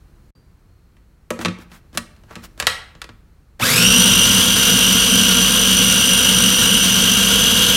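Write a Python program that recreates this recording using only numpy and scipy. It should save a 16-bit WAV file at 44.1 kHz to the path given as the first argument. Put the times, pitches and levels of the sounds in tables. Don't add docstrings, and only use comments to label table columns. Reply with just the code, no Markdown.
import sys
import numpy as np
from scipy import signal
from scipy.fft import rfft, irfft, next_fast_len
from scipy.io import wavfile

SR = 44100
rng = np.random.default_rng(int(sys.argv[2]) if len(sys.argv) > 2 else 0)


def generate_wav(signal):
    frames = np.transpose(np.atleast_2d(signal))
    scaled = np.clip(frames, -1, 1) * 32767
    pcm = np.round(scaled).astype(np.int16)
    wavfile.write(sys.argv[1], SR, pcm)


N = 342216
TIME = np.arange(N) / SR

# (frequency [Hz], level [dB])
PLASTIC_COLOUR = [(200, -16.5), (700, 0.5), (1500, 5), (2800, -5.5), (5000, -10), (10000, -15.5),
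                  (15000, -18)]


def from_db(db):
    return 10 ** (np.asarray(db) / 20)


def rms_one(x):
    return x / np.sqrt(np.mean(np.abs(x) ** 2) + 1e-20)


def in_time(rows):
    times, *columns = np.transpose(rows)
    return [np.interp(TIME, times, column) for column in columns]


def at_hz(points, hz):
    freqs, values = np.transpose(points)
    return np.interp(np.log(np.maximum(hz, 1)), np.log(freqs), values)


def band(x, low, high):
    return signal.sosfilt(signal.butter(2, [low, high], "band", fs=SR, output="sos"), x)


def colour(x, spectrum, bumps=()):
    size = next_fast_len(N)
    hz = np.arange(size // 2 + 1) * SR / size
    eq_db = at_hz(spectrum, hz) + sum(db * np.exp(-((hz - f) / width) ** 2) for f, width, db in bumps)
    return rms_one(irfft(rfft(x, size) * from_db(eq_db), size)[:N])


def drift(rate_hz):
    step, settle = 20, 4000
    pole = np.exp(-2 * np.pi * step * rate_hz / SR)
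    noise = rng.standard_normal(N // step + settle + 2)
    slow = signal.lfilter([1], [1, -2 * pole, pole * pole], noise)[settle:]
    return np.interp(np.arange(N) / step, np.arange(len(slow)), rms_one(slow))


def grains(per_s, spread_db):
    sizes = from_db(spread_db * np.minimum(rng.exponential(1, N), 4)) * rng.choice([-1, 1], N)
    return rms_one(sizes * (rng.random(N) < per_s / SR))


def tone(cycles, waver_db, slip_rad):
    return rms_one(np.sin(2 * np.pi * cycles + slip_rad * drift(7.2)) * from_db(waver_db * drift(18)))


def room_tone():
    spectrum = [(15, -22), (25, -0.5), (53, 0.5), (108, -9.5), (161, -12.5), (263, -20.5), (301, -20),
                (624, -31), (1330, -32), (3720, -44), (4250, -38.5), (4610, -44), (16000, -49)]
    fader = [(0, -46.5), (.305, -46.5), (.312, -95), (.347, -95), (.353, -48.5), (1.3, -50), (2.4, -44.5),
             (3.5, -49.5)]
    level_db, = in_time(fader)
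    return from_db(level_db) * colour(rng.standard_normal(N), spectrum)


def pings():
    rings = [(.352, 4700, -62, .45), (.69, 4320, -76, 1.4)]
    return sum((TIME > start) * from_db(db - 60 * np.abs(TIME - start) / t60)
               * np.sin(2 * np.pi * hz * TIME) for start, hz, db, t60 in rings)


def knocks(ring_db=-16.0, crack_db=3.0, crack_t60_s=0.0033, trim_db=-4.0):
    # (time [s], level before trim [dB], bump [dB], thud [dB], hollow [dB], clack [dB],
    # snap [dB], chatter t60 [s], send [dB]); the five registers and the send are relative to the level
    contacts = [(0.968, -50.5, -11, -10, -24, -9, -22, 0.04, -7),
                (1.305, -18.5, -22, -14, -1.5, -10, -13.5, 0.04, -11),
                (1.391, -25, -28, -4, -8, -10.5, -22, 0.04, -15),
                (1.413, -25.5, -21, -7, -20, -12, -15, 0.04, -4),
                (1.449, -13.5, -40, -11, -30, -5.5, -32.5, 0.04, -15),
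                (1.457, -8, -26, -13, -28, -10, -30, 0.04, -13.5),
                (1.483, -19, -19, -2.5, -28, -9.5, -36, 0.04, -19.5),
                (1.587, -31, -19, -11, -20, -24, -25, 0.04, -10),
                (1.717, -34.5, -20, -12.5, -31, -11.5, -26, 0.04, -9.5),
                (1.93, -38, -19, -6, -23, -18, -24, 0.04, -9),
                (1.95, -35, -17, 1, -11, -10, -16, 0.04, -7.5),
                (1.974, -9.5, -30, -22, -31, -10.5, -12.5, 0.04, -18),
                (2.164, -50.5, -13, -19, -20.5, -10.5, -15, 0.04, -8.5),
                (2.236, -43.5, -10.5, -10, -14, -13.5, -23, 0.04, -9),
                (2.309, -33.5, -15, -16, -8, -13, -27.5, 0.04, -10.5),
                (2.355, -32, -21, -18, -31.5, -4.5, -13.5, 0.04, -11),
                (2.362, -30.5, -13, -5, -13, -10, -30, 0.04, -14),
                (2.439, -32.5, -18.5, -17, -19, -21.5, -15.5, 0.04, -10),
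                (2.577, -39.5, -11.5, -19, -8.5, -12, -14.5, 0.04, -7),
                (2.6, -13, -27.5, -34.5, -25.5, -7.5, -13, 0.04, -13.5),
                (2.625, -15.5, -19, -27, -20.5, -10.5, -24, 0.04, -11.5),
                (2.669, -5, -29, -42.5, -35.5, -4.5, -14, 0.04, -9),
                (2.952, -38, -14, -16, -16, -11, -32, 0.04, -9),
                (3.017, -31, -33, -26, -26, 1, -11, 0.04, -14.5),
                (3.042, -36, -21, -19, -9.5, -2.5, -14.5, 0.04, -20),
                (3.091, -27.5, -19, -20, -18, -14, -42, 0.04, -16),
                (3.598, -24, -19, -13, -8.5, -7.5, -18, 0.04, 2)]
    edges = [55, 130, 380, 850, 3600, 12000]
    modes = [(73, -5.5, .3), (104, -1, 0.22), (180, 1.5, 0.18), (232, 1, 0.24), (326, 3, 0.11),
             (464, -9.5, .18), (522, -5, 0.1), (590, -1.5, 0.071), (989, -7, 0.11), (1135, -3.5, 0.089),
             (1280, -2.5, 0.096), (1440, -10, 0.12), (1640, -0.5, 0.048), (1760, -8, .14), (1910, -9, 0.14),
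             (2640, -11, 0.12), (3060, -20, 0.11), (3430, -23.5, .11), (3950, -19.5, .1),
             (4900, -18.5, .07)]
    close, send = np.zeros((2, N))
    t = np.arange(SR // 2) / SR
    hz, mode_db, t60 = np.transpose(modes)[:, :, None]
    for start, level_db, *register_db, chatter_t60, send_db in contacts:
        crack = from_db(crack_db - 60 * t / crack_t60_s)
        chatter = from_db(-60 * t / chatter_t60)
        contact = rng.standard_normal(len(t)) * (crack + chatter)
        strength = from_db(mode_db + ring_db + rng.normal(0, 1.98, hz.shape))
        strength *= rng.choice([-1, 1], hz.shape)
        ring = np.sum(strength * np.sin(2 * np.pi * hz * t) * from_db(-60 * t / t60), axis=0)
        registers = [(-1) ** k * band(contact + ring, *edges[k:k + 2]) for k in range(len(register_db))]
        hit = sum(from_db(level_db + db + trim_db) * part / np.std(part[t < .025])
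                  for db, part in zip(register_db, registers))
        at = round(start * SR)
        close[at:at + len(t)] += hit
        send[at:at + len(t)] += hit * from_db(send_db)
    return close, send


def kitchen(x, build_s=0.0045):
    decay = [(125, 0.5), (400, 0.53), (1000, 0.49), (2000, 0.51), (4000, 0.38), (8000, 0.36), (16000, 0.24)]
    t = np.arange(SR) / SR
    edges = np.geomspace(60, 17000, 13)
    tail = np.zeros(SR)
    for low, high in zip(edges, edges[1:]):
        t60 = at_hz(decay, np.sqrt(low * high))
        tail += band(rng.standard_normal(SR), low, high) * from_db(-60 * t / t60)
    tail *= 1 - np.exp(-(t / build_s) ** 2)
    return signal.fftconvolve(x, tail / np.linalg.norm(tail))[:N]


def scrapes():
    strokes = [(1.418, 0.035, -31.5, -1), (1.617, .05, -48, 3), (1.747, .07, -48.5, 6),
               (1.955, 0.033, -42.5, 3), (2.323, 0.057, -43.5, -4.5), (2.388, .05, -48, -7),
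               (2.447, 0.035, -45, 11.5), (2.607, .03, -39.5, 6.5)]
    slips = colour(grains(per_s=5000, spread_db=-0.5), PLASTIC_COLOUR)
    treble = signal.sosfilt(signal.butter(1, 4500, "high", fs=SR, output="sos"), slips)
    out = np.zeros(N)
    for middle, length, db, treble_db in strokes:
        swell = from_db(db) * np.exp(-(2 * (TIME - middle) / length) ** 2)
        out += swell * (slips + (from_db(treble_db) - 1) * treble)
    return out


def tooth_whine(turns, steady_share=0.25, smear_hz=22.7):
    binding = [(3.6, 10), (3.8, 2), (3.95, 2.5), (4.2, 1), (4.33, -0.5), (4.7, 0.5), (5.1, 1.5),
               (5.5, -0.5), (5.7, 2), (6.1, 3.5), (6.75, 3.5), (7.0, -2), (7.4, -5.5), (7.76, -9)]
    # (centre [x blade speed], half width [x blade speed], level [dB], throb [dB],
    # share of the squeal boost [0-1])
    bands = [(55.88, 2.6, -4.5, 2.5, 0.33), (61.6, 2.95, -7, -1.5, 0.19), (114.25, 3.9, -6.5, 3, 0.46),
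             (173.4, 3.3, -10.5, 7, 0.78)]
    squeal_db, = in_time(binding)
    step = 16
    coarse = np.arange(0, N, step)
    smear = signal.butter(2, smear_hz, fs=SR / step, output="sos")
    offsets = np.arange(-8, 9)[:, None]
    out = np.zeros(N)
    for centre, width, db, throb_db, squeal_share in bands:
        steady = np.exp(2j * np.pi * rng.random(offsets.shape))
        noise = rng.standard_normal((len(offsets), len(coarse), 2)) @ [1, 1j]
        loose = rms_one(signal.sosfilt(smear, noise))
        strength = np.sqrt(steady_share) * steady + np.sqrt(1 - steady_share) * loose
        sidebands = strength * np.exp(2j * np.pi * offsets * turns[coarse])
        sidebands /= 1 + np.abs(offsets / width) ** 3
        flutter = np.interp(np.arange(N), coarse, sidebands.sum(axis=0))
        throb = from_db(throb_db * np.cos(2 * np.pi * turns))
        whine = np.real(flutter * throb * np.exp(2j * np.pi * centre * turns))
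        out += from_db(db + squeal_share * squeal_db) * rms_one(whine)
    return out


def shaft_tones(turns):
    partials = [(1, -19), (8.9, -22.5), (17.6, -29.5), (30, -20), (51.45, -18.5), (53.75, -13), (57, -24),
                (59, -30.5), (60, -11.5)]
    return sum(from_db(db) * tone(ratio * turns, waver_db=2.5, slip_rad=0.48) for ratio, db in partials)


def drone(turns, spin, rotor_ratio=3.65, rotor_db=-2.5, inrush_db=17.0, rumble_db=-3.0):
    mains = [(120, -12.5), (240, -13)]
    spectrum = [(20, -27), (32, -15), (42, -17), (55, -11), (70, -12), (92, 0), (145, -11), (180, 7.5),
                (205, -0.5), (230, 6), (265, 1), (300, -14), (420, -22), (900, -50)]
    rotor = spin ** 2 * from_db(rotor_db) * tone(rotor_ratio * turns, waver_db=2.5, slip_rad=0.61)
    hum = sum(from_db(db) * tone(hz * TIME, waver_db=4.0, slip_rad=0.37) for hz, db in mains)
    inrush = from_db(inrush_db * (1 - spin))
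    rumble = spin * from_db(rumble_db) * colour(grains(per_s=500, spread_db=2.5), spectrum)
    return rotor + inrush * hum + rumble


def rush(patter_db=-6.0, flicker_db=1.42):
    spectrum = [(100, -8), (300, 1), (400, -1.5), (500, 8), (620, -6.5), (830, -6.5), (1050, 2),
                (1900, -2.5), (2500, 1.5), (4200, 1), (8000, -1), (12000, 0.5), (14000, -9), (16000, -14)]
    housing = [(694, 57, 6), (1420, 110, 7), (1618, 64, 5.5), (3530, 245, 5.5), (3844, 134, 5),
               (4470, 95, 4), (5000, 160, 3), (5600, 230, 1), (9800, 250, -2.5), (10200, 220, -3),
               (10770, 180, 4.5), (11020, 250, -6.5)]
    flow = rng.standard_normal(N) + from_db(patter_db) * grains(per_s=900, spread_db=5.5)
    return colour(flow * from_db(flicker_db * drift(110)), spectrum, housing)


def leaf_rattle(spin):
    return (1 - spin) * colour(grains(per_s=1700, spread_db=-1.0), PLASTIC_COLOUR)


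def motor(start_s=3.592, attack_s=0.008, rush_db=8.5, leaves_db=1.5, send_db=-10.0):
    blade_speed = [(3.59, 8), (3.63, 22), (3.7, 37.5), (3.75, 44), (3.8, 48), (3.86, 50.3), (3.92, 51.2),
                   (4.0, 51.54), (4.14, 51.8), (4.28, 51.95), (4.42, 52.16), (4.56, 52.04), (4.7, 52.0),
                   (4.84, 51.76), (4.98, 51.94), (5.12, 52.01), (5.26, 51.99), (5.4, 52.35), (5.54, 52.52),
                   (5.68, 52.26), (5.82, 52.03), (5.96, 51.87), (6.1, 51.92), (6.24, 51.92), (6.38, 51.79),
                   (6.52, 51.95), (6.66, 52.03), (6.8, 51.91), (6.94, 52.19), (7.08, 52.15), (7.22, 52.44),
                   (7.36, 52.85), (7.5, 52.98), (7.64, 52.97), (7.76, 53.13)]
    faders = [(3.6, -44, -42, -31), (3.63, -27, -20, -15), (3.67, -25, -22, -21), (3.8, -24, -19, -16.5),
              (3.87, -26, -21, -13.5), (4.2, -25.5, -20.5, -13.5), (4.24, -27, -26, -12),
              (4.27, -24.5, -20, -17), (4.31, -25, -19, -14), (4.48, -26.5, -22, -15.5),
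              (4.64, -25.5, -25, -15.5), (4.77, -25.5, -18.5, -14.5), (4.84, -26.5, -26, -14.5),
              (4.91, -26.5, -19, -15), (5.08, -26, -25.5, -16), (5.14, -26.5, -20, -15),
              (5.64, -27, -25, -15.5), (5.7, -26, -21, -15.5), (6.07, -27, -24, -16),
              (6.47, -26.5, -20.5, -16), (6.58, -29, -25, -17.5), (6.6, -26, -21, -16.5),
              (6.77, -27, -22.5, -16), (7.76, -26.5, -23, -12.5)]
    speed, = in_time(blade_speed)
    noise_db, drone_db, whine_db = in_time(faders)
    turns = np.cumsum(speed) / SR
    spin = np.clip(speed / np.median(speed[TIME > start_s]), 0, 1)
    teeth = spin ** 0.74 * from_db(whine_db) * tooth_whine(turns)
    shaft = spin ** 2 * from_db(whine_db) * shaft_tones(turns)
    low_end = from_db(drone_db) * drone(turns, spin)
    air = from_db(noise_db + rush_db) * rush()
    leaves = from_db(noise_db + leaves_db) * leaf_rattle(spin)
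    switched_on = np.clip((TIME - start_s) / attack_s, 0, 1)
    bright = switched_on * (teeth + air + leaves)
    return bright + from_db(send_db) * kitchen(bright) + switched_on * (shaft + low_end)


def scene(scrape_send_db=-26):
    knocking, knock_send = knocks()
    sliding = scrapes()
    bed = room_tone()
    lid_reverb = kitchen(knock_send + from_db(scrape_send_db) * sliding)
    return (bed + pings() + knocking + sliding + lid_reverb + motor())[None]


def record(dry, ceiling=0.88, low_cut_hz=30.0, high_cut_hz=15800):
    heard = signal.sosfilt(signal.butter(2, low_cut_hz, "high", fs=SR, output="sos"), dry)
    rounded = heard / (1 + (heard / ceiling) ** 6) ** (1 / 6)
    return signal.sosfilt(signal.ellip(10, .2, 80, high_cut_hz, fs=SR, output="sos"), rounded)


dry = scene()
out = record(dry)
generate_wav(out)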